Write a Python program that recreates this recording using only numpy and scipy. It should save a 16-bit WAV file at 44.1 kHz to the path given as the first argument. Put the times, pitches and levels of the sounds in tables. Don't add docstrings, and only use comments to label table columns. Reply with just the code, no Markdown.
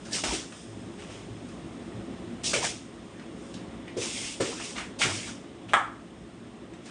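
import sys
import numpy as np
from scipy import signal
from scipy.fft import rfft, irfft, next_fast_len
from scipy.io import wavfile
from scipy.ndimage import uniform_filter1d, map_coordinates

SR = 44100
rng = np.random.default_rng(int(sys.argv[2]) if len(sys.argv) > 2 else 0)


def amplitude_ratio(level_db):
    exponent = np.asarray(level_db, float) / 20
    return 10 ** exponent


def inscribe(sig):
    pcm = np.round(np.clip(np.atleast_2d(sig).T, -1, 1) * 32767)
    wavfile.write(sys.argv[1], SR, pcm.astype(np.int16))


N = 304290


def unit(x):
    return x / np.sqrt(np.mean(x ** 2) + 1e-20)


def along(points, hz):
    f, value = np.transpose(points)
    return np.interp(np.log(hz + 1), np.log(f + 1), value)


def wobble(rate_hz):
    knots = rng.standard_normal(int(N * rate_hz / SR) + 4)
    return map_coordinates(knots, [np.arange(N) * rate_hz / SR])


def filtered(x, response):
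    m = next_fast_len(len(x) + 8192)
    return irfft(rfft(x, m) * response(np.fft.rfftfreq(m, 1 / SR)), m)[:len(x)]


def coloured(x, spectrum):
    return filtered(x, lambda hz: amplitude_ratio(along(spectrum, hz)))


def onset(t, rise_s):
    return 1 - np.exp(-t / rise_s)


def decay(t, t60_s):
    return amplitude_ratio(-60 * t / t60_s)


def rush(spectrum, patchy_db, grain_db=0):
    slips = rng.standard_normal(N) * amplitude_ratio(grain_db * wobble(400))
    z = signal.stft(slips, nperseg=512)[2]
    field = uniform_filter1d(rng.standard_normal(z.shape), 5, 0)
    field = uniform_filter1d(field, 6, 1)
    patched = signal.istft(z * amplitude_ratio(patchy_db * unit(field)), nperseg=512)[1][:N]
    return unit(coloured(patched, spectrum))


def pushes(rows, sag_db_per_s, lift_db_per_s, offset_db=lambda row, age: 0):
    rise_power = 1.07
    t, power = np.arange(0, N, 48) / SR, 1e-12
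    for row in rows:
        s, db, rise_s, hold_s = row[:4]
        rise_s, hold_s = max(rise_s, .002), max(hold_s, 0)
        age = np.clip(t - s, 0, None)
        sag_db = sag_db_per_s * np.clip(age - rise_s, 0, hold_s)
        lift_db = lift_db_per_s * np.clip(age - rise_s - hold_s, 0, None)
        touch = np.minimum(age / rise_s, 1) ** rise_power
        power = power + (touch * amplitude_ratio(db - sag_db - lift_db + offset_db(row, age))) ** 2
    return np.interp(np.arange(N) / SR, t, np.sqrt(power))


# (delay [s], level [dB])
WALLS = [(.0049, 0), (.0108, -6), (.0163, -6), (.025, -12), (.0322, -9), (.0352, -8)]
# (frequency [Hz], t60 [s])
TAIL = [(250, 0.35), (1200, 0.41), (3500, 0.3), (9000, 0.32)]


def kitchen(x, wet_db, walls_db):
    hz, t, z = signal.stft(rng.standard_normal(SR // 2), SR, nperseg=256)
    tail = signal.istft(z * decay(t, along(TAIL, hz)[:, None]), SR, nperseg=256)[1]
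    build_up = onset(np.arange(len(tail)) / SR, 0.0022)
    answer = amplitude_ratio(wet_db) * tail * build_up / np.linalg.norm(tail)

    def direct_and_walls(f):
        total = 1.5
        for delay_s, db in WALLS:
            echo = amplitude_ratio(db + walls_db) * np.exp(-2j * np.pi * f * delay_s)
            total = total + echo / (1 + 1j * f * delay_s / 60)
        return total

    walls = filtered(signal.unit_impulse(len(tail)), direct_and_walls)
    return signal.fftconvolve(x, answer + walls)


def place(blows, wet_db, walls_db):
    out = np.zeros(N + SR)
    for s, sound in blows:
        heard = kitchen(sound, wet_db, walls_db)
        out[round(s * SR):][:len(heard)] += heard
    return out[:N]


# (time [s], level [dB])
AIR = [(0.0, -42.5), (0.3, -42), (0.6, -44.5), (0.86, -41.5), (1.09, -42), (1.27, -41.5), (2.15, -39.5),
       (2.6, -40.5), (2.8, -44), (3.5, -41), (4.0, -40.5), (4.28, -44.5), (4.5, -42), (5.2, -43),
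       (5.65, -43.5), (5.9, -46), (6.32, -45), (6.9, -44.5)]
# (frequency [Hz], level [dB per Hz])
DRONE = [(18, -45), (30, -15.5), (102, -4.5), (225, -1), (335, -1), (504, -15.5), (700, -16), (910, -22.5),
         (1540, -120)]
# (frequency [Hz], width [Hz], level [dB])
HUM = [(59, 15, 6.5), (110, 2.7, 10), (182.3, 16.5, 2), (233.5, 19, 3), (275.4, 9.6, 2.5), (338.2, 25, 2.5),
       (415, 10, 9), (559, 16, -20)]
# (frequency [Hz], level [dB per Hz])
STREET = [(260, -48), (450, -4), (506, -7.5), (541, 0.5), (579, -7.5), (690, -6), (847, -11.5), (1130, -10),
          (1560, -16), (1920, -14), (2310, -17), (3500, -18.5), (4600, -27.5), (5980, -57), (10100, -120)]
# (frequency [Hz], level [dB per Hz])
SHUFFLE = [(2060, -18), (3500, -4.5), (4260, -16.5), (4830, -8.5), (5220, -4.5), (5700, -9), (6780, -7),
           (7640, -10), (8610, -5.5), (9350, -9.5), (10500, -17), (13600, -42), (22000, -120)]
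# (touch [s], level [dB], rise [s], hold [s])
BRUSHES = [(0.03, -54, 0.11, .05), (0.27, -46, 0.036, .02), (0.42, -51, 0.15, 0.06),
           (0.9, -55.5, 0.22, 0.062), (1.4, -61.5, .1, 0.046), (2.55, -49, 0.035, .01),
           (3.3, -56.5, 0.16, 0.12), (4.02, -36.5, 0.15, 0.16), (4.5, -46, 0.14, .12),
           (5.05, -48, 0.1, 0.045), (5.22, -45, 0.039, 0.015), (6.8, -58, .06, .05)]


def background():
    street_mean_db, street_follows = -50.5, 0.84
    hush_db, hush_sinks_db_per_s = -57, 1.02
    t = np.arange(N) / SR
    drone_db = np.interp(t, *np.transpose(AIR), -45, -45)
    modes = lambda f: 1 + sum(amplitude_ratio(db) / (1 + (2 * (f - c) / w) ** 2) for c, w, db in HUM)
    drone = unit(filtered(rush(DRONE, patchy_db=0.9), modes)) * amplitude_ratio(.7 * wobble(9))
    street_db = street_mean_db + street_follows * (drone_db - drone_db.mean())
    street = amplitude_ratio(street_db) * rush(STREET, patchy_db=1.1)
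    brushes = pushes(BRUSHES, sag_db_per_s=25, lift_db_per_s=127)
    shuffle_gain = np.hypot(amplitude_ratio(hush_db - hush_sinks_db_per_s * t), brushes)
    return amplitude_ratio(drone_db) * drone + street + shuffle_gain * rush(SHUFFLE, patchy_db=0.5)


# (touch [s], hiss [dB], rise [s], hold [s], grit re hiss [dB])
DRAGS = [(0.042, -49, .015, 0.037, -5), (0.105, -29.5, 0.048, 0.022, -8.5), (0.235, -31, 0.0033, 0.11, -4),
         (0.305, -32.5, 0.03, .02, -6.5), (2.432, -31.5, 0.011, 0.018, -8),
         (2.44, -28.5, 0.026, 0.051, -17), (2.531, -28.5, 0.003, 0.025, -2), (2.605, -29, .042, 0.022, -5),
         (4.399, -33.5, 0.009, .01, -2), (4.42, -38, 0.05, 0.17, -3.5), (4.57, -39.5, 0.077, .07, -7),
         (4.745, -41.5, 0.039, 0.0054, 5), (4.986, -35.5, 0.0066, 0.018, -9),
         (4.995, -28.5, 0.024, 0.025, -1), (5.07, -34, 0.041, 0.099, -5), (5.23, -43.5, .04, 0.038, -3.5),
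         (0.97, -55.5, 0.031, .05, 4.5), (1.06, -54.5, 0.056, .1, 3.5), (4.595, -51.5, 0.0073, 0.011, 7.5),
         (5.678, -56.5, .014, .04, 9.5), (6.84, -55.5, 0.029, .05, 1.5)]
# (touch [s], hiss [dB], rise [s], hold [s], grit re hiss [dB])
SLIDE = [
    (3.964, -39, 0.015, 0.054, -6),
    (3.982, -33.5, 0.047, .1, -2.5),
    (4.115, -42, 0.073, 0.05, 2),
    (4.191, -42, 0.064, 0.068, 1),
]
# (frequency [Hz], level [dB per Hz])
HISS = [(1470, -44), (2500, -10), (2690, -7), (2920, -7), (3670, -4.5), (4090, -7.5), (5260, -2.5),
        (8610, -6.5), (9190, -6.5), (10500, -16), (13600, -39), (22000, -120)]
# (frequency [Hz], level [dB per Hz])
GRIT = [(900, -53), (1600, -19.5), (2100, -4), (3200, -5), (3900, -12), (4800, -21.5)]
# (frequency [Hz], level [dB per Hz])
RUB = [(80, -5), (300, -1.5), (700, 0.5), (1200, -3), (1800, -1), (2500, -42)]


def drags():
    rub_db, rub_per_weight, rub_fades_db_per_s = 0.5, 1, 33
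    wicker_rub_db, wicker_fades_db_per_s = -7.5, 38
    pressure = dict(sag_db_per_s=53.5, lift_db_per_s=166)
    landing = lambda row, age: rub_db + rub_per_weight * row[-1] - rub_fades_db_per_s * age
    wicker = lambda row, age: wicker_rub_db - wicker_fades_db_per_s * age
    weight = lambda row, age: row[-1]

    flutter = amplitude_ratio(.35 * wobble(30))
    hiss = pushes(DRAGS + SLIDE, **pressure) * rush(HISS, patchy_db=1.1, grain_db=0.94)
    grit = pushes(DRAGS + SLIDE, **pressure, offset_db=weight) * rush(GRIT, patchy_db=2.2, grain_db=1.8)
    broom_body = pushes(DRAGS, **pressure, offset_db=landing)
    basket_body = pushes(SLIDE, **pressure, offset_db=wicker)
    rub = np.hypot(broom_body, basket_body) * amplitude_ratio(1.97 * wobble(25.37)) * rush(RUB, patchy_db=4.0)
    return flutter * (hiss + grit + rub)


def plastic(rows):
    t, blows = np.arange(SR // 8) / SR, []
    for s, db, hz, t60_s, bright_db, sharp in rows:
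        def body(f):
            resonance = 1 / (1 + (sharp * (f / hz - hz / (f + 1))) ** 2)
            return resonance + amplitude_ratio(bright_db - 1.5 + along(HISS, f))

        rattle = unit(filtered(rng.standard_normal(len(t)), body))
        envelope = decay(t, max(t60_s, .005)) * onset(t, 0.00039)
        blows.append((s, amplitude_ratio(db - 13.5) * rattle * envelope))
    return place(blows, wet_db=5.5, walls_db=-7)


# (time [s], peak [dB], centre [Hz], brightness [dB], sharpness [Q])
RAPS = [(0.1303, -14, 5350, -21, 3.7), (0.522, -28.5, 1360, -14, 0.76), (1.02, -37, 1180, -16, 1.2),
        (1.488, -37.5, 902, -5, 1.5), (2.54, -13, 2250, -9, 4), (3.196, -35, 1940, -27, 0.74),
        (3.541, -28, 2820, -2, 1.2), (3.879, -30.5, 2160, -14, 2.2), (4.629, -41, 2860, -17, 2.1),
        (5.231, -24, 2350, -20, 2.9), (5.27, -36, 1560, -22, 2), (4.405, -20.5, 1450, -27, 1.4),
        (6.736, -36, 1980, -7, 2.1), (6.858, -34, 2970, -3, 0.73)]


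def raps():
    rattle_t60_s = 0.037
    return plastic([(s, db, hz, rattle_t60_s, bright_db, sharp) for s, db, hz, bright_db, sharp in RAPS])


# (time [s], peak [dB], pitch [Hz], t60 [s], slap re peak [dB])
THUDS = [
    (0.237, -33, 258, 0.057, 8),
    (0.323, -21.5, 320, 0.023, -25),
    (2.46, -24, 322, 0.015, -8),
    (2.536, -19.5, 502, 0.049, 3),
    (2.609, -29, 580, 0.012, -6),
    (3.967, -20, 413, 0.044, -13),
    (4.401, -19, 460, 0.11, -15),
    (5.053, -16, 334, 0.01, -20),
    (4.402, -26, 279, 0.067, -20),
]


def thuds():
    t, blows = np.arange(SR // 8) / SR, []
    for s, db, hz, t60_s, slap_db in THUDS:
        modes_hz = hz * np.array([[.88], [1], [1.14]])
        ring = amplitude_ratio([-3, 0, -4]) @ np.sin(2 * np.pi * modes_hz * t) * decay(t, max(t60_s, .002))
        slap = coloured(rng.standard_normal(len(t)), GRIT) * amplitude_ratio(slap_db - 10.5) * decay(t, 0.046)
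        blows.append((s, amplitude_ratio(db - 10.5) * (ring * onset(t, 0.00078) + slap)))
    return place(blows, wet_db=10.0, walls_db=4.0)


# (time [s], peak [dB], centre [Hz], t60 [s], brightness [dB])
SLAPS = [
    (0.238, -16.5, 1330, 0.048, -14),
    (4.761, -27, 1900, 0.052, -21),
    (4.779, -22, 1460, 0.076, -30),
    (5.016, -8.5, 1800, 0.051, -25),
    (5.032, -7, 1790, 0.014, -17.5),
    (5.869, -35, 1290, 0.026, -37),
]


def slaps():
    sharpness = 0.88
    return plastic([(*row, sharpness) for row in SLAPS])


# (time [s], peak [dB], pitch [Hz], t60 [s])
HEELS = [(0.279, -23.5, 56, 0.22), (0.674, -36, 109, 0.49), (1.095, -37, 108.5, 0.53),
         (1.3, -29, 112.5, 0.16), (1.941, -29.5, 112, 0.29), (2.44, -35, 110, 0.29),
         (2.551, -34, 128.5, 0.23), (3.971, -32.5, 111, 0.23), (4.403, -23, 113, 0.13),
         (5.037, -22.5, 129, 0.14), (5.088, -28.5, 101.4, 0.34), (5.4, -57, 94.2, 0.3),
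         (5.656, -32.5, 109, 0.16)]


def heels():
    out, t = np.zeros(N + SR), np.arange(SR // 2) / SR
    for s, db, hz, t60_s in HEELS:
        boom = amplitude_ratio(db) * decay(t, max(t60_s, .05)) * np.sin(2 * np.pi * hz * t)
        out[round(s * SR):][:len(t)] += boom * onset(t, 0.014)
    return out[:N]


# (time [s], peak [dB])
HANDLE = [
    (5.7349, -3),
]
# (frequency [Hz], level [dB per Hz])
WOOD = [(210, -45), (520, -22.5), (800, -8), (1250, -3), (1700, -8), (2200, -12), (2600, -20.5),
        (3400, -14), (4200, -55), (5500, -30.5), (7000, -28), (8500, -28), (10500, -43), (22000, -120)]
# (frequency [Hz], level [dB], t60 [s])
STICK = [(950, -12, .025), (1330, -7, .011), (1660, -12, .018), (3400, -19, .008)]


def handle():
    colour = amplitude_ratio(along(WOOD, np.fft.rfftfreq(4096, 1 / SR)))
    cepstrum = irfft(np.log(colour + 1e-5))
    causal = np.r_[1, 2 * np.ones(2047), 1, np.zeros(2047)]
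    blow = irfft(np.exp(rfft(cepstrum * causal)))
    t = np.arange(len(blow)) / SR
    ring = sum(amplitude_ratio(db) * decay(t, t60_s) * np.sin(2 * np.pi * hz * t) for hz, db, t60_s in STICK)
    contact = amplitude_ratio(0.5) * blow / np.abs(blow).max() * onset(t, 0.000095)
    sound = contact + ring * onset(t, 0.001)
    return place([(s, -amplitude_ratio(db - 5.0) * sound) for s, db in HANDLE], wet_db=9.0, walls_db=6.0)


def scene():
    return (background() + drags() + raps() + thuds() + slaps() + heels() + handle())[None]


def top_cut(x):
    return signal.sosfilt(signal.butter(12, 15480, fs=SR, output="sos"), x)


# (frequency [Hz], level [dB])
EDGE = [(9000, -1), (10000, -9), (10600, -10), (10900, -51)]


def record(dry):
    kept = filtered(dry[0], lambda hz: amplitude_ratio(along(EDGE, hz)) * hz ** 4 / (hz ** 4 + 36 ** 4))
    flipped = kept * (-1) ** np.arange(N)
    mirror = filtered(flipped, lambda hz: (hz > 12800) * (hz < 15500))
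    mix = (kept + amplitude_ratio(-38.5) * mirror)[None]
    return top_cut(mix)


dry = scene()
out = record(dry)
inscribe(out)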